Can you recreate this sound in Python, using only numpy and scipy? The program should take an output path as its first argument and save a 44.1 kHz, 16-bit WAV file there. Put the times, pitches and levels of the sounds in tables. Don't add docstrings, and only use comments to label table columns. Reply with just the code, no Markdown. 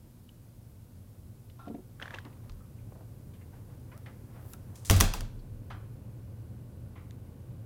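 import sys
import numpy as np
from scipy import signal
from scipy.fft import rfft, irfft
from scipy.io import wavfile
from scipy.ndimage import uniform_filter1d

SR = 44100
rng = np.random.default_rng(int(sys.argv[2]) if len(sys.argv) > 2 else 0)


def dump_mix(stems):
    frames = np.atleast_2d(stems).T
    limited = np.clip(frames, -1, 1)
    pcm = np.round(limited * 32767).astype(np.int16)
    wavfile.write(sys.argv[1], SR, pcm)


def level_to_linear(level):
    exponent = np.asarray(level, float) / 20
    return 10 ** exponent


N = 337659


def evened(x):
    return x / np.sqrt(np.mean(x ** 2) + 1e-20)


def curve(rows):
    return np.interp(np.arange(N) / SR, *np.transpose(rows))


def read_spectrum(points, hz):
    f, value = np.transpose(points)
    return np.interp(np.log(hz + 1), np.log(f + 1), value)


def add(mix, start_s, sound):
    part = mix[round(start_s * SR):][:len(sound)]
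    part += sound[:len(part)]


def resonate(x, hz, width_hz):
    r = np.exp(-np.pi * width_hz / SR)
    pole = r * np.exp(2j * np.pi * hz / SR)
    return 2 * signal.lfilter([1 - r], [1, -pole], x + 1e-18).real


def resonate_twice(x, hz, width_hz):
    return resonate(resonate(x, hz, width_hz), hz, width_hz)


def ring_bank(x, rings):
    return evened(sum(level_to_linear(db) * evened(resonate_twice(x, hz, width_hz)) for hz, width_hz, db in rings))


def coloured(points):
    gain = level_to_linear(read_spectrum(points, np.fft.rfftfreq(N, 1 / SR)))
    return evened(irfft(rfft(rng.standard_normal(N)) * gain, N))


def burst(level_db, hz, width_hz, t60_s):
    t = np.arange(SR // 4) / SR
    envelope = level_to_linear(-60 * t / t60_s) * (1 - np.exp(-t / (0.021 * t60_s)))
    sound = resonate_twice(rng.standard_normal(len(t)) * envelope, hz, width_hz)
    return level_to_linear(level_db) * sound / np.sqrt(np.sum(sound ** 2) / np.sum(envelope ** 2)) / 2


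def strokes(rows):
    t = np.arange(N) / SR
    gains_db = [db - 20 * np.maximum((s - t) / rise_s, (t - s) / fall_s) for s, db, rise_s, fall_s in rows]
    return level_to_linear(np.max(gains_db, axis=0))


def grit():
    return rng.standard_normal(N) * level_to_linear(20. * uniform_filter1d(rng.standard_normal(N), size=64))


# (frequency [Hz], t60 [s])
ROOM_DECAY = [(200, 0.55), (600, 0.45), (1500, 0.45), (4000, 0.43), (8000, 0.31), (14000, 0.19)]


def room(x, colour=((20, 0), (20000, 0))):
    clumps = level_to_linear(14.0 * uniform_filter1d(rng.standard_normal(SR), size=128))
    hz, t, z = signal.stft(clumps * rng.standard_normal(SR), SR, nperseg=256)
    band_db = read_spectrum(colour, hz)[:, None] - 60 * t / read_spectrum(ROOM_DECAY, hz)[:, None]
    tail = signal.istft(z * level_to_linear(band_db), SR, nperseg=256)[1]
    tail = tail * (1 - np.exp(-np.arange(len(tail)) / SR / 0.001))
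    return signal.fftconvolve(x, tail / np.linalg.norm(tail))[:N]


# (frequency [Hz], width [Hz], relative level [dB])
LATCH_RINGS = [(1150, 390, 3), (1970, 300, 0.5), (2700, 510, 2), (3740, 370, -4.5), (4270, 270, -1),
               (5100, 630, 0), (5930, 430, 4.5), (7020, 480, -2), (8370, 1100, -7), (10000, 1100, -1),
               (12000, 1400, -1.5), (14760, 1700, -3.5)]


def crack(level_db, hz, t60_s):
    snap = burst(level_db, hz, 14000, t60_s)
    rung = sum((-1) ** k * level_to_linear(db) * resonate(snap, f, width_hz)
               for k, (f, width_hz, db) in enumerate(LATCH_RINGS))
    return rung * np.linalg.norm(snap) / np.linalg.norm(rung)


# (time [s], crack level [dB], crack centre [Hz], leaf level [dB], clatter level [dB])
SLAM_BLOWS = [(4.8981, -5, 6000, -13, 3), (4.909, -9, 9940, -31.5, 0), (4.963, -21, 7000, -26.5, -4),
              (5.0021, -8.5, 13000, -29, -7.5), (5.0072, -4, 5040, -14.5, 4),
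              (5.0084, -4.5, 9000, -44, -4.5), (5.137, -17, 5730, -32, -9.5),
              (5.207, -24.5, 5500, -33.5, -27)]
# (frequency [Hz], relative level [dB], t60 before seating [s])
LEAF_MODES = [(50, -8.5, .3), (63, -7, .3), (78, -1.5, 0.24), (95.36, -2.5, .8), (133.2, -7.5, 0.23),
              (160, -14.5, 0.25), (194.7, -11.5, 0.298), (223.6, -11, 0.17), (309.2, -13, 0.1595),
              (423.6, -14, 0.13), (530, -18, 0.15), (674, -16, .15), (788, -25.5, 0.22), (950.5, -24.5, .1),
              (1118, -23, .1), (1246, -23, .08)]
# (frequency [Hz], relative level [dB], t60 before seating [s])
SPRING_MODES = [(2710, -2, 0.19), (3750, 2, 0.51), (3980, 1, 0.43), (4500, -6.5, 0.58), (4860, 5, 0.57),
                (7550, 7, .2)]
# (frequency [Hz], relative density [dB per Hz])
CLATTER_COLOUR = [(88, -35), (150, -2.5), (222, -0.5), (297, -13), (341, -11.5), (514, -12), (566, -13.5),
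                  (1390, -13.5), (1760, -17.5), (5910, -17.5), (16000, -22.5)]
CRACK_T60_S, LEAF_LAG_S = .011, .0046
SPRING_DB = -54.5
SEATED_S, SEATED_DB_PER_S = 5.0, 151.5


def slam():
    near, far, t = np.zeros(N), np.zeros(N), np.arange(SR) / SR
    tinkle = sum(level_to_linear(db - 60 * t / t60_s) * np.sin(2 * np.pi * hz * t) for hz, db, t60_s in SPRING_MODES)
    leaf = -sum(level_to_linear(db - 60 * t / t60_s) * (1 - np.exp(-t * hz / 0.32)) * np.sin(2 * np.pi * hz * t)
                for hz, db, t60_s in LEAF_MODES)
    for s, crack_db, crack_hz, leaf_db, clatter_db in SLAM_BLOWS:
        held_db = SEATED_DB_PER_S * np.maximum(t + s - max(SEATED_S, s), 0)
        add(near, s, crack(crack_db, crack_hz, CRACK_T60_S))
        add(near, s + LEAF_LAG_S, level_to_linear(leaf_db - held_db) * leaf)
        add(near, s, level_to_linear(clatter_db + SPRING_DB - held_db) * tinkle)
        far[round(s * SR)] += level_to_linear(clatter_db)
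    return near + room(far, CLATTER_COLOUR)


# (peak time [s], level [dB], 20 dB swell [s], 20 dB fade [s])
AIR_PUSHES = [(5.06, -25.5, .2, .36), (5.4, -43, .1, .8)]
AIR_HZ, AIR_BEAT_HZ = 31.8, 5.9


def air():
    t = np.arange(N) / SR - AIR_PUSHES[0][0]
    swing = np.cos(np.pi * AIR_BEAT_HZ * np.maximum(t, 0)) * np.cos(2 * np.pi * AIR_HZ * t)
    start = np.clip((t + AIR_PUSHES[0][0] - SLAM_BLOWS[0][0]) * AIR_HZ, 0, 1)
    return -np.sqrt(2) * start * strokes(AIR_PUSHES) * swing


# (time [s], level [dB], frequency [Hz])
HINGE_SLIPS = [(1.9991, -36.5, 1580), (2.0158, -34.5, 1580), (2.0253, -33, 1890), (2.0312, -37, 1530),
               (2.0569, -34.5, 1570), (2.0792, -35.5, 1700), (2.1066, -35, 1700), (2.14, -34, 1760),
               (2.1857, -31.5, 1660)]


def hinge():
    out, t = np.zeros(N), np.arange(600) / SR
    swell = t / 0.00086 * np.exp(1 - t / 0.00083)
    for s, db, hz in HINGE_SLIPS:
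        overtone = level_to_linear(-17) * np.sin(2 * np.pi * 2.05 * hz * t)
        add(out, s, level_to_linear(db) * swell * (np.sin(2 * np.pi * hz * t) + overtone))
        add(out, s, burst(db - 8.5, 1700, 4000, 0.032))
    return out


# (peak time [s], level [dB], 20 dB swell [s], 20 dB fade [s])
GRIND_STROKES = [(2.022, -47.5, .03, .19), (2.142, -48, .12, .1), (2.254, -50, .012, .03)]
# (frequency [Hz], width of each pole [Hz], relative level [dB])
GRIND_BANK = [(550, 890, 6), (1050, 690, 5.5), (1610, 720, 0.5), (3060, 1800, -12.5), (5100, 2400, -18)]


def grind():
    return strokes(GRIND_STROKES) * ring_bank(grit(), GRIND_BANK)


# (peak time [s], level [dB], 20 dB swell [s], 20 dB fade [s], centre [Hz])
SEAL_STROKES = [(4.525, -56, .16, .05, 13500), (4.76, -58, .02, .2, 7000), (4.852, -47, .003, .4, 7300)]


def seal():
    friction = grit()
    brush = sum(strokes([row]) * evened(resonate_twice(friction, hz, 7000)) for *row, hz in SEAL_STROKES)
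    return brush * (np.arange(N) < SLAM_BLOWS[0][0] * SR)


# (time [s], level [dB], centre [Hz], width of each pole [Hz], noise t60 [s])
TAP_BURSTS = [(.291, -40, 2980, 900, .011), (1.498, -49.5, 2670, 2500, .034), (1.679, -50, 1980, 3000, .05),
              (1.746, -53, 1880, 1500, .04), (2.023, -28.5, 3000, 900, .022),
              (2.024, -47, 5400, 2800, .021), (2.144, -29, 2830, 1200, .023),
              (2.146, -47, 6000, 4000, .018), (2.187, -49, 3940, 5000, .033),
              (2.251, -39.5, 2900, 4000, .009), (2.26, -47, 1050, 500, .077),
              (2.328, -53, 2000, 2500, .035), (2.495, -30, 38, 25, .11), (2.495, -46, 1000, 600, .025),
              (2.495, -43.5, 2880, 5000, .03), (2.519, -50, 4000, 4000, .018), (2.6, -59, 1230, 250, .25),
              (2.78, -63, 2280, 600, .14), (2.921, -40, 574, 490, .04), (2.948, -49, 550, 494, .2),
              (3.005, -48.5, 576, 700, .08), (3.334, -58, 2540, 2000, .15),
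              (3.412, -52.5, 1950, 1200, .074), (3.917, -50, 1500, 1500, .14),
              (3.977, -41, 8000, 9000, .008), (4.059, -44, 1630, 1480, .12), (4.059, -45, 1700, 1500, .03),
              (4.061, -55, 4000, 1500, .021), (4.534, -32, 10000, 9360, .018),
              (4.536, -44.5, 1360, 498, .04), (4.757, -39, 7200, 9000, .013),
              (4.849, -34, 8000, 9000, .016), (4.856, -31, 7200, 3000, .019),
              (4.866, -33, 7500, 4000, .018), (5.138, -26, 890, 250, .05), (5.39, -58, 4300, 1500, .08),
              (5.701, -38, 1100, 1100, .2), (5.702, -47.5, 2700, 1800, .15), (6.955, -52.5, 1000, 800, .38),
              (6.955, -55.5, 2000, 900, .31), (7.109, -39, 1900, 2470, .007),
              (7.109, -49, 6740, 1800, .007)]
TAP_ROOM_DB, TAP_ROOM_DB_PER_DECADE = -6.5, 11


def taps():
    near, far = np.zeros((2, N))
    for s, db, hz, width_hz, t60_s in TAP_BURSTS:
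        sound = burst(db, hz, width_hz, t60_s)
        click = resonate_twice(signal.unit_impulse(SR // 10), hz, width_hz)
        room_db = TAP_ROOM_DB + TAP_ROOM_DB_PER_DECADE * np.log10(10 * t60_s)
        add(near, s, sound)
        add(far, s, level_to_linear(room_db) * click * np.linalg.norm(sound) / np.linalg.norm(click))
    return near + room(far)


# (time [s], level [dB])
PANEL_BUMPS = [(1.672, -31.5), (1.7, -33.5), (1.744, -32.5), (1.783, -39.5), (2.256, -41), (2.273, -54.5)]
# (frequency [Hz], relative level [dB], t60 [s])
PANEL_MODES = [(231, -7, 0.13), (281, 2.5, 0.07), (366.6, -6, 0.12), (441, -7, 0.077), (560, -15, 0.095),
               (700, -10.5, 0.077), (900, -16.5, 0.043)]


def bumps():
    out, t = np.zeros(N), np.arange(SR // 4) / SR
    for s, bump_db in PANEL_BUMPS:
        spot_db = 2.5 * rng.standard_normal(len(PANEL_MODES))
        ring = sum(level_to_linear(db + weight_db - 60 * t / t60_s) * np.sin(2 * np.pi * hz * t)
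                   for weight_db, (hz, db, t60_s) in zip(spot_db, PANEL_MODES))
        add(out, s, level_to_linear(bump_db) * ring * (1 - np.exp(-t / 0.0021)))
    return out


# (peak time [s], level [dB], 20 dB swell [s], 20 dB fade [s])
SCRAPE_STROKES = [(1.593, -53, .005, .15), (1.66, -56, .06, .08)]
# (frequency [Hz], width of each pole [Hz], relative level [dB])
SCRAPE_BANK = [(800, 220, 2), (1030, 360, 5), (1360, 67, 4.5), (2550, 400, -10), (3560, 540, -9.5),
               (5170, 900, -16)]


def scrape():
    return strokes(SCRAPE_STROKES) * ring_bank(grit(), SCRAPE_BANK)


# (peak time [s], level [dB], 20 dB swell [s], 20 dB fade [s])
SQUEAK_STROKE = [(3.92, -57, .008, .15)]
SQUEAK_HZ, SQUEAK_GLIDE_HZ_PER_S, SQUEAK_END_S = 480, 3300, 4.0
SQUEAK_DB_PER_HARMONIC, SQUEAK_DULL_DB_PER_S = 1.5, 250


def squeak():
    t = np.clip(np.arange(N) / SR - SQUEAK_STROKE[0][0], 0, 1)
    hz = SQUEAK_HZ + SQUEAK_GLIDE_HZ_PER_S * t
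    waver = 1 + 0.295 * uniform_filter1d(rng.standard_normal(N), size=200)
    turns = np.cumsum(hz * waver) / SR
    loss_db = SQUEAK_DB_PER_HARMONIC + SQUEAK_DULL_DB_PER_S * t
    stack = sum(level_to_linear(-loss_db * max(k - 2, 0)) * np.sin(2 * np.pi * k * turns) for k in range(1, 8))
    return strokes(SQUEAK_STROKE) * stack * np.clip((SQUEAK_END_S - np.arange(N) / SR) / .02, 0, 1)


# (peak time [s], level [dB], 20 dB swell [s], 20 dB fade [s])
SHUFFLE_STROKES = [(2.28, -61.5, .03, .22), (2.44, -66, .05, .33), (3.42, -70, .5, .07),
                   (3.54, -60, .03, .14), (3.71, -62, .06, .12), (3.93, -63.5, .15, .3),
                   (4.07, -53, .022, .07), (4.37, -57.5, .13, .3), (4.54, -59, .05, .08),
                   (4.85, -66.5, 1.5, .02)]


def shuffle():
    lumps = level_to_linear(31.0 * uniform_filter1d(rng.standard_normal(N), size=400))
    return strokes(SHUFFLE_STROKES) * evened(resonate_twice(lumps * rng.standard_normal(N), 700, 1300))


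# (frequency [Hz], relative density [dB per Hz])
INDOOR_SPECTRUM = [(12, -58), (20, -23), (54, -12), (107, -1), (124, -6.5), (144, -12.5), (232, -15.5),
                   (384, -23.5), (538, -25), (677, -34), (1100, -38), (1350, -47.5), (1470, -37.5),
                   (1670, -47), (3000, -51), (3900, -88.5), (6600, -120)]
# (time [s], level [dB])
INDOOR_LEVEL = [(0.0, -58), (1.34, -55), (2.8, -50), (4.6, -48.5), (6.0, -47), (7.66, -47.5)]
# (frequency [Hz], width of each pole [Hz], level re indoor noise [dB])
HUM_TONES = [(84.5, 17, -8), (113.84, 25, -3)]


def indoor_hum():
    tones = sum(level_to_linear(db) * evened(resonate_twice(rng.standard_normal(N), hz, width_hz))
                for hz, width_hz, db in HUM_TONES)
    return level_to_linear(curve(INDOOR_LEVEL)) * (coloured(INDOOR_SPECTRUM) + tones)


# (frequency [Hz], relative density [dB per Hz])
OUTDOOR_SPECTRUM = [(12, -48), (20, -23), (43, -3.5), (76, -11), (113, -1.5), (150, -11.5), (240, -11.5),
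                    (280, -20), (357, -20.5), (382, -24.5), (710, -30.5), (990, -34), (1880, -41),
                    (4000, -42.5), (5200, -50), (8800, -120)]
OUTDOOR_RMS_DB = -54.5


def outdoor_rumble():
    return level_to_linear(OUTDOOR_RMS_DB) * coloured(OUTDOOR_SPECTRUM)


# (frequency [Hz], relative density [dB per Hz])
HISS_SPECTRUM = [(1500, -39.5), (2500, -19), (3400, -12), (4800, -2), (7000, -2), (11000, 1.5), (15000, 1),
                 (15800, -2), (16000, -30), (16300, -60)]
# (time [s], level [dB])
HISS_RMS = [(0, -70), (4.9, -69), (5.3, -71), (7.66, -72)]


def hiss():
    return level_to_linear(curve(HISS_RMS)) * coloured(HISS_SPECTRUM)


def scene():
    door = slam() + air() + hinge() + grind() + seal()
    handling = taps() + bumps() + scrape() + squeak() + shuffle()
    background = indoor_hum() + outdoor_rumble() + hiss()
    return (door + handling + background)[None]


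def low_pass(x):
    return signal.sosfilt(signal.butter(12, 17160, fs=SR, output="sos"), x)


def record(dry):
    edge_hz = 16800
    lowpass = signal.firwin(255, edge_hz, window=("kaiser", 9), fs=SR)
    limited = signal.oaconvolve(dry, lowpass[None], "same")
    return low_pass(limited)


dry = scene()
out = record(dry)
dump_mix(out)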